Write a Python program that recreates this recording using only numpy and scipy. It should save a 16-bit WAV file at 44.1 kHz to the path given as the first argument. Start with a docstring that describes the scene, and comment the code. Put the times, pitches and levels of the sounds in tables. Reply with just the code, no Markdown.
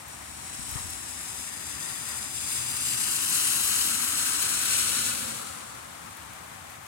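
"""On the pavement beside a lawn in heavy rain, heard by the two ports of a hand-held phone.
Rain is a wash of noise with a patter of random impacts; near drops and ticks are tiny noise bursts.
A broad hiss, most likely spray from a car's tyres on the flooded road, swells over a low roar, then drops away.
The hiss reaches the ports at different times, directly and off a wall, with short echoes and gliding notches.
Rumble and exhaust drone lie beneath it; bumps of the hand are short low wobbles at the left port."""
import sys
import numpy as np
from scipy import signal
from scipy.fft import rfft, irfft, next_fast_len
from scipy.io import wavfile
from scipy.ndimage import map_coordinates

SR = 44100
rng = np.random.default_rng(int(sys.argv[2]) if len(sys.argv) > 2 else 0)


def put_to_file(sound):
    """Save the sound as 16-bit audio at rate SR, in the file named by the first command-line argument."""
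    columns = np.atleast_2d(sound).T  # one column per channel
    safe = np.clip(columns, -1, 1)
    whole_steps = np.round(safe * 32767)
    wavfile.write(sys.argv[1], SR, whole_steps.astype(np.int16))


N = 302958
TIME = np.arange(N) / SR  # seconds
PADDED = next_fast_len(N, True)
FREQS = np.arange(PADDED // 2 + 1) * SR / PADDED  # Hz

# Levels of the sources in dB are set before mixing, echoes and the phone's shading.
# A "length" in seconds spans a swell between the points where it is down to 37 %.

# Rain colour. Each row: pitch in Hz, relative level in dB per Hz.
RAIN_COLOUR = [(25, -36), (46, -21), (72, 4), (220, -2.5), (420, -9.5), (600, -5), (900, 0), (1300, -1.5),
               (2000, -2), (3000, -9.5), (5000, -14), (8500, -9.5), (13000, -17), (16000, -23)]
RAIN_DB, RAIN_SWELL_DB = -42.5, 0.5  # level, and typical size of its wavering
HUM_HZ, HUM_WIDTH_HZ, HUM_DB = 766, 5.3, -60
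TICKS_PER_S, TICK_DB = 26, -61.5

# Near drops. Each row: start in seconds, peak in dB, left minus right in dB.
DROPS = [(0.082, -34, 2), (0.222, -39, -8), (0.711, -25, 4), (0.903, -29.5, 2.5), (1.209, -35, 12),
         (1.403, -35, 6), (2.088, -27.5, 2), (3.122, -23, 3), (3.162, -19, -2), (3.3, -20, 4),
         (3.864, -16, 1), (5.469, -41, 7), (5.529, -37, 8), (6.169, -34, 10), (6.334, -35, -5),
         (6.700, -34, -9)]
DROP_HZ, DROP_DECAY_S = 8600, 0.0041  # lower edge of a drop's splat, and how fast it dies

# Bumps of the hand. Each row: start in seconds, envelope peak in dB, pitch in Hz, rise in seconds.
BUMPS = [(0.593, -27.5, 145, 0.0019), (0.611, -39.5, 87, 0.014), (.655, -47, 140, 0.0055),
         (0.755, -23, 112, 0.003), (.792, -40, 110, 0.006), (0.839, -35.5, 88, 0.012),
         (.908, -36.5, 72, 0.008)]
# The grip rubs around the bumps: level, moment, length.
GRIP_DB, GRIP_S, GRIP_LENGTH_S = -42.5, 0.76, 0.45

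# Rumble colour. Each row: pitch in Hz, relative level in dB per Hz.
RUMBLE_COLOUR = [(25, -40), (45, -31), (70, 2), (125, -2), (180, -4), (280, 3), (450, -7.5), (650, -21),
                 (1200, -17.5)]
# Rumble when the spray is strongest, and its change in dB per dB of spray.
RUMBLE_DB, RUMBLE_GROWTH = -44.5, 0.46
# Exhaust drone bands. Each row: pitch in Hz, width in Hz, level in dB, loudest moment in seconds,
# length in seconds.
DRONE_BANDS = [(72.3, 12, -55.5, 1.1, 3.3), (126, 5.7, -52.5, 2.81, 1.6), (109.8, 32, -51.5, 4.98, 1.1),
               (239, 12, -49.5, 4.06, 0.55), (230.5, 16, -46.5, 5.15, 0.6), (518, 60, -48, 5.12, 1.2)]

# Spray builds as the car nears and dies behind it. Each row: time in seconds, level of the hiss in dB.
SPRAY_LEVEL = [(0, -48), (0.65, -36), (1.3, -36), (2.3, -34), (3.0, -27), (3.55, -25.5), (4.25, -27.5),
               (4.98, -26.5), (5.17, -31.5), (5.5, -39.5), (5.68, -45), (6.87, -60.5)]
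# Spray colour. Each row: pitch in Hz, relative level in dB per Hz.
SPRAY_COLOUR = [(800, -15.5), (1500, -5.5), (2200, -3), (3000, -3), (3500, -3.5), (4200, -2), (5200, -3.5),
                (6200, -5), (7700, 0), (9300, -0.5), (10700, -1.5), (12500, -6), (16000, -10.5)]
# Coarse splash and fine mist against the hiss, when the spray is strongest.
SPLASH_DB, MIST_DB = -4.5, -5.5
SPLASH_GROWTH, MIST_GROWTH = 0.16, 0.56  # dB that each gains on the hiss per dB of spray
MIST_LAG_MS = 240  # fine mist hangs in the air and trails the spray
# Coarse water keeps falling behind the car: moment, length, extra splash.
WAKE_S, WAKE_LENGTH_S, WAKE_DB = 6.43, 2.84, 5.5
# The tyres run through deeper water. Each row: moment in seconds, length in seconds,
# change of the hiss in dB, change of the roar in dB.
PUDDLES = [(0.767, 0.11, 2, 12.5), (1.396, 0.084, 1, -6), (1.91, 0.18, 2.5, 4.5), (2.14, 0.15, 2.5, 6),
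           (2.38, 0.11, 2.5, -9), (2.535, 0.13, 4, -3), (2.89, 0.068, 2, -8), (3.345, 0.063, 1.7, 0),
           (4.498, 0.053, 0, 0.5), (4.765, 0.1, 2.5, -2)]

PASSES_S, ROAD_M, SPEED_M_S = 4.55, 11, 15  # the car's nearest moment, its distance then, its speed
ROAR_DB, ROAR_FAR_HZ, ROAR_NEAR_HZ = -38, 1006.3, 1451.6  # roar: level when nearest; duller from afar
# Upper band of the roar while the car approaches; its level is against the roar.
WHINE_HZ, WHINE_WIDTH_HZ, WHINE_DB, WHINE_S, WHINE_LENGTH_S = 1864, 130, 3.5, 1.6, 2.2

# Bearing of the car as the phone turns. Each row: time in seconds, lag of the left port in ms.
BEARING = [(0, .725), (.7, .753), (1.75, .817), (2.45, .818), (2.8, .81), (3.4, .769), (4, .754),
           (6.8, .757)]
BASS_LAG_MS = .8  # lag of the left port for the bass of the rain and the rumble
# Below this pitch the scattered hiss loses this share while the car is in clear view.
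SCATTER_HZ, SCATTER_CUT = 7500, .85
CLEAR_S, CLEAR_LENGTH_S = 1.8, 5.6  # moment and length of the clearest view
HIDDEN_S, HIDING_S = 5.35, .13  # the car goes out of direct earshot: moment, fade
HIDDEN_SCATTER_DB = 1.5  # rise of the scattered sound, which then takes over

# A wall, most likely the house, returns the passing car from the other side.
WALL_S, WALL_LENGTH_S, WALL_DB = 4.1, 2.1, -6.5  # strongest moment, length, level against the direct sound
# Detour, lag of the right port and its drift.
WALL_DELAY_MS, WALL_LAG_MS, WALL_GLIDE_MS_PER_S = 43, .15, -.06

# Two short echoes off hand and body at the left port, as the phone swings.
# Each row of each echo: time in seconds, delay in ms, gain as a plain factor.
LEFT_ECHOES = [
    [(.7, .55, .08), (1.6, .612, .18), (2.15, .616, .2), (2.5, .63, .05), (3.1, .684, .34), (3.6, .71, .3),
     (4, .72, .13), (4.4, .74, .2), (5.2, .704, .12)],
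    [(2.3, 1.085, .05), (2.8, 1.056, .19), (3.1, 1.02, .18), (3.7, .988, .13), (4.6, .92, .04)],
]
# Three short echoes at the right port. Each row of each echo: time in seconds, delay in ms, gain.
RIGHT_ECHOES = [
    [(.5, .354, .22), (1.2, .4, .2), (2.1, .398, .18), (3.1, .385, .16), (4, .36, .02)],
    [(1.8, .665, .1), (2.5, .62, .08), (2.8, .64, .2), (3.35, .655, .2), (3.7, .628, .11), (4, .66, .02),
     (4.4, .684, .17), (5, .65, .05)],
    [(2.7, .92, .04), (3.7, .945, .09), (4, .92, .05), (4.4, .884, .2), (4.8, .868, .25), (5.3, .845, .1)],
]
# A later echo, probably off the pavement, as the car goes by. Each row: time in seconds, delay in ms, gain.
GROUND_ECHO = [(3.9, 3.0, 0), (4.5, 3.25, .12), (4.8, 3.35, .2), (5.1, 3.45, .22), (5.4, 3.73, .24),
               (5.8, 3.9, 0)]

# Band that cancels at the right port. Each row: time in seconds, centre in Hz,
# depth (1 is a full null, more turns the band over).
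RIGHT_NOTCH = [(0, 7100, .65), (1.2, 6720, .7), (1.8, 6430, .75), (2.5, 6120, .5), (2.8, 5520, .7),
               (3.5, 5420, .6), (4.1, 5120, .8), (4.8, 5120, 1.05), (5.6, 5220, .75), (6.8, 5250, .55)]
# Three more such bands for the car's direct sound alone. Each row: time in seconds, centre in Hz, depth.
DIRECT_NOTCHES = [
    [(0, 2900, .2), (2.5, 2850, .25), (3.1, 2900, .5), (4.1, 3050, .5), (5, 3100, .2)],
    [(0, 4050, .35), (2.6, 3700, .3), (3.3, 3830, 1.7), (4.1, 3950, 1.7), (4.5, 4200, .6), (5, 4300, .1)],
    [(0, 9100, .5), (2.2, 8700, .5), (2.6, 7200, 0), (3.1, 6950, .6), (4.1, 7150, .6), (5.1, 7450, .7)],
]
NOTCH_WIDTH_HZ = 640

# The phone's body shades the right port. Each row: pitch in Hz, level change in dB.
SHADE = [(80, -3.5), (250, -2.5), (450, 1.5), (750, -3), (1200, -9.5), (1600, -9), (1950, -12),
         (2300, -3.5), (2700, -5), (3600, 0), (4400, -3.5), (5200, -0.5), (6500, -3.5), (9000, -3),
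         (15000, -4.5)]
# The hand dulls the car at the right port for a while: edge, level change above it, moment, length.
PALM_HZ, PALM_DB, PALM_S, PALM_LENGTH_S = 7600, -5, 1.9, 1.5
TOP_HZ = 15900  # highest pitch that the phone keeps


def undb(db):
    """Turn decibels into a gain."""
    return 10 ** (np.asarray(db) / 20)


def unit(x):
    """Scale to an average strength (rms) of 1."""
    return x / np.sqrt(np.mean(x ** 2))


def curves(rows):
    """Draw straight lines between the rows of a timed table, giving each column sample by sample."""
    s, *columns = np.transpose(rows)
    return [np.interp(TIME, s, column) for column in columns]


def swell(s, length_s):
    """A smooth rise to 1 and fall around a moment."""
    return np.exp(-(2 * (TIME - s) / length_s) ** 2)


def colour(x, points):
    """Filter by a spectrum of pitches and levels."""
    hz, db = np.transpose(points)
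    level_db = np.interp(np.log(FREQS + 1), np.log(hz), db)
    return irfft(rfft(x, PADDED) * undb(level_db), PADDED)[:N]


def below(x, hz, order=4):
    """Keep the low pitches without delay, so that x minus the result keeps the high ones."""
    return irfft(rfft(x, PADDED) / (1 + (FREQS / hz) ** (2 * order)), PADDED)[:N]


def delay(x, ms):
    """Delay by a fixed or moving time."""
    return map_coordinates(x, [np.arange(N) - ms * SR / 1000], order=5, mode="mirror")


def walk(rate):
    """Slow random wavering of rms 1, changing about rate times a second."""
    return unit(below(rng.standard_normal(N), rate, order=2))


def patter(rate, spread_db):
    """Impacts at random moments, rate per second, many small and a few large."""
    hit = rng.random(N) < rate / SR
    size_db = spread_db * np.minimum(rng.exponential(size=N), 4)
    return unit(hit * rng.standard_normal(N) * undb(size_db))


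def resonance(centre_hz, width_hz):
    """Noise ringing in a band whose centre may move; rms 1."""
    def slow_noise():
        """Slow noise that gives the band its width once it is shifted up in pitch."""
        return below(below(rng.standard_normal(N), width_hz, order=1), 17.0 * width_hz, order=2)

    a, b = slow_noise(), slow_noise()
    phase = 2 * np.pi * np.cumsum(centre_hz * np.ones(N)) / SR
    return unit(a * np.cos(phase) + b * np.sin(phase))


def draught():
    """Moving air flutters faintly at each port on its own."""
    air = np.array([below(rng.standard_normal(N), 166, order=2) for _ in range(2)])
    return np.array([unit(a - below(a, 44)) for a in air]) * undb(-66.5 + 2 * walk(2.5))


def hum():
    """A faint, wavering far-off tone under the rain."""
    return np.array([resonance(HUM_HZ, HUM_WIDTH_HZ) for _ in range(2)]) * undb(HUM_DB)


def rain():
    """Far drops merge into a wash, nearer ones patter on the grass; only the bass is alike at both ports."""
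    bass = below(rng.standard_normal(N), 630)
    ports = []
    for lag_ms in (BASS_LAG_MS, 0):
        wash = rng.standard_normal(N)
        near = patter(1500, 1.0)
        falling = wash - below(wash, 480) + undb(-6.5) * (near - below(near, 1960))
        ports.append(unit(colour(delay(bass, lag_ms) + falling, RAIN_COLOUR)))
    return np.array(ports) * undb(RAIN_DB + RAIN_SWELL_DB * walk(9.8))


def ticks():
    """Smaller drops tick on the pavement at random, separately at each port."""
    t = TIME[:SR // 100]
    ports = []
    for _ in range(2):
        sizes = undb(2.8 * rng.standard_normal(N).clip(-2, 2))
        hits = (rng.random(N) < TICKS_PER_S / SR) * sizes
        envelope = signal.fftconvolve(hits, np.exp(-t / .001))[:N]
        splats = envelope * rng.standard_normal(N)
        ports.append(unit(splats - below(splats, 6000, order=2)))
    return np.array(ports) * undb(TICK_DB)


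def drops():
    """Single drops slap the wet pavement: a bright burst a few milliseconds long."""
    out = np.zeros((2, N))
    t = TIME[:SR // 20]
    bright = signal.butter(2, DROP_HZ, "high", fs=SR, output="sos")
    for s, db, pan_db in DROPS:
        burst = rng.standard_normal(len(t)) * np.exp(-t / DROP_DECAY_S)
        splat = signal.sosfilt(bright, burst)
        splat = splat / abs(splat).max()
        gains = undb(db + np.array([pan_db, -pan_db]) / 2)  # left, right
        i = int(s * SR)
        out[:, i:i + len(t)] += np.outer(gains, splat)[:, :N - i]
    return out


def bumps():
    """Each bump rocks the phone for a few cycles, over the rub of the shifting grip."""
    rub = unit(below(rng.standard_normal(N), 136, order=2))
    out = undb(GRIP_DB) * swell(GRIP_S, GRIP_LENGTH_S) * rub
    for s, db, hz, rise_s in BUMPS:
        t = np.maximum(TIME - s, 0)
        envelope = t / rise_s * np.exp(1 - t / rise_s)  # peaks at 1
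        out -= undb(db) * envelope * np.sin(2 * np.pi * hz * t)
    return out - below(out, 46, order=6)


def echo(x, path):
    """A short reflection whose delay and strength change over time."""
    ms, gain = curves(path)
    return gain * delay(x, ms)


def notch(x, path):
    """Sound bending round the phone cancels in a narrow band, which glides as the phone turns."""
    centre_hz, depth = curves(path)
    turn = np.exp(2j * np.pi * np.cumsum(centre_hz) / SR)
    pole = np.exp(-np.pi * NOTCH_WIDTH_HZ / SR)
    # Shift the band down to zero pitch, smooth away the rest, and shift it back.
    band = 2 * np.real(turn * signal.lfilter([1 - pole], [1, -pole], x / turn))
    return x - depth * band


def engine():
    """A low rumble that comes and goes with the spray, and exhaust drone in bands that swell in turn."""
    (spray_db,) = curves(SPRAY_LEVEL)
    rumble_db = RUMBLE_DB + RUMBLE_GROWTH * (spray_db - spray_db.max())
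    out = unit(colour(rng.standard_normal(N), RUMBLE_COLOUR)) * undb(rumble_db)
    for hz, width_hz, db, s, length_s in DRONE_BANDS:
        out = out + undb(db) * swell(s, length_s) * resonance(hz, width_hz)
    return out


def spray(level_db, splash_db, mist_db):
    """Droplets torn from the tyres: coarse splash below the main hiss, fine mist above it."""
    source = rng.standard_normal(N) + undb(-4.0) * patter(5000, 2.1)
    droplets = colour(source, SPRAY_COLOUR)
    splash = below(droplets, 5690, order=6)
    mist = droplets - below(droplets, 10250, order=8)
    hiss = droplets - splash - mist
    return undb(level_db) * (unit(hiss) + undb(splash_db) * unit(splash) + undb(mist_db) * unit(mist))


def tyres():
    """Three voices each of spray hiss and tread roar; puddles change both, the roar goes as 1 / distance."""
    (spray_db,) = curves(SPRAY_LEVEL)
    near = ROAD_M / np.hypot(ROAD_M, SPEED_M_S * (TIME - PASSES_S))  # 1 when nearest
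    hiss_db = spray_db + 0.76 * walk(51) + 0.64 * walk(13.6)  # the water lies unevenly on the road
    roar_db = ROAR_DB + 0.15 * walk(19.0)
    for s, length_s, hiss_change_db, roar_change_db in PUDDLES:
        hiss_db = hiss_db + hiss_change_db * swell(s, length_s)
        roar_db = roar_db + roar_change_db * swell(s, length_s)

    strength_db = spray_db - spray_db.max()
    splash_db = SPLASH_DB + SPLASH_GROWTH * strength_db + WAKE_DB * swell(WAKE_S, WAKE_LENGTH_S)
    late_strength_db = np.interp(TIME - MIST_LAG_MS / 1000, TIME, strength_db)
    mist_db = MIST_DB + MIST_GROWTH * late_strength_db + 1.0 * walk(17.0)  # the finest spray comes in puffs
    hiss = np.array([spray(hiss_db, splash_db, mist_db) for _ in range(3)])

    centre_hz = ROAR_FAR_HZ + (ROAR_NEAR_HZ - ROAR_FAR_HZ) * near
    roar = np.array([resonance(centre_hz, 334) for _ in range(3)])  # air pumped out of the tread
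    whine = undb(WHINE_DB) * swell(WHINE_S, WHINE_LENGTH_S) * resonance(WHINE_HZ, WHINE_WIDTH_HZ)
    roar[0] += whine
    return hiss, roar * near * undb(roar_db)


def car():
    """Spray and roar arrive directly, off a wall and scattered; short echoes comb them at each port."""
    hiss, roar = tyres()
    rumble = engine()
    (lag_ms,) = curves(BEARING)

    # The first voice travels directly; the other two are scattered, one for each port.
    hidden = 1 / (1 + np.exp((HIDDEN_S - TIME) / HIDING_S))
    direct = (undb(-2.5) * hiss[0] + undb(-3.5) * roar[0]) * np.sqrt(1 - hidden)
    clear = SCATTER_CUT * swell(CLEAR_S, CLEAR_LENGTH_S)
    fine = hiss[1:] - clear * np.array([below(h, SCATTER_HZ, order=2) for h in hiss[1:]])
    scattered = (undb(-3.0) * fine + undb(-3.5) * roar[1:]) * undb(HIDDEN_SCATTER_DB * hidden)
    wall = undb(WALL_DB) * swell(WALL_S, WALL_LENGTH_S) * delay(direct, WALL_DELAY_MS)
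    wall_lag_ms = WALL_LAG_MS + WALL_GLIDE_MS_PER_S * (TIME - WALL_S)

    bent = direct
    for path in DIRECT_NOTCHES:
        bent = notch(bent, path)
    left = delay(direct, lag_ms) + wall + scattered[0]
    right = bent + delay(wall, wall_lag_ms) + scattered[1]

    palm_gain = undb(PALM_DB * swell(PALM_S, PALM_LENGTH_S))
    right = right + (palm_gain - 1) * (right - below(right, PALM_HZ))
    left = left + sum(echo(left, path) for path in LEFT_ECHOES + [GROUND_ECHO])
    right = right + sum(echo(right, path) for path in RIGHT_ECHOES + [GROUND_ECHO])
    return np.array([left + delay(rumble, BASS_LAG_MS), right + rumble])


def scene():
    """Everything at the two ports: the left one under the fingers, the right one in the phone's shade."""
    left, right = draught() + hum() + rain() + ticks() + car()
    shaded = notch(colour(right, SHADE), RIGHT_NOTCH)
    return np.array([left + bumps(), shaded]) + drops()


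def record(dry):
    """The phone cuts the deepest bass and the top."""
    dry = dry - np.array([below(port, 43) for port in dry])
    return signal.sosfilt(signal.ellip(12, .1, 70, TOP_HZ, fs=SR, output="sos"), dry)


dry = scene()
out = record(dry)
put_to_file(out)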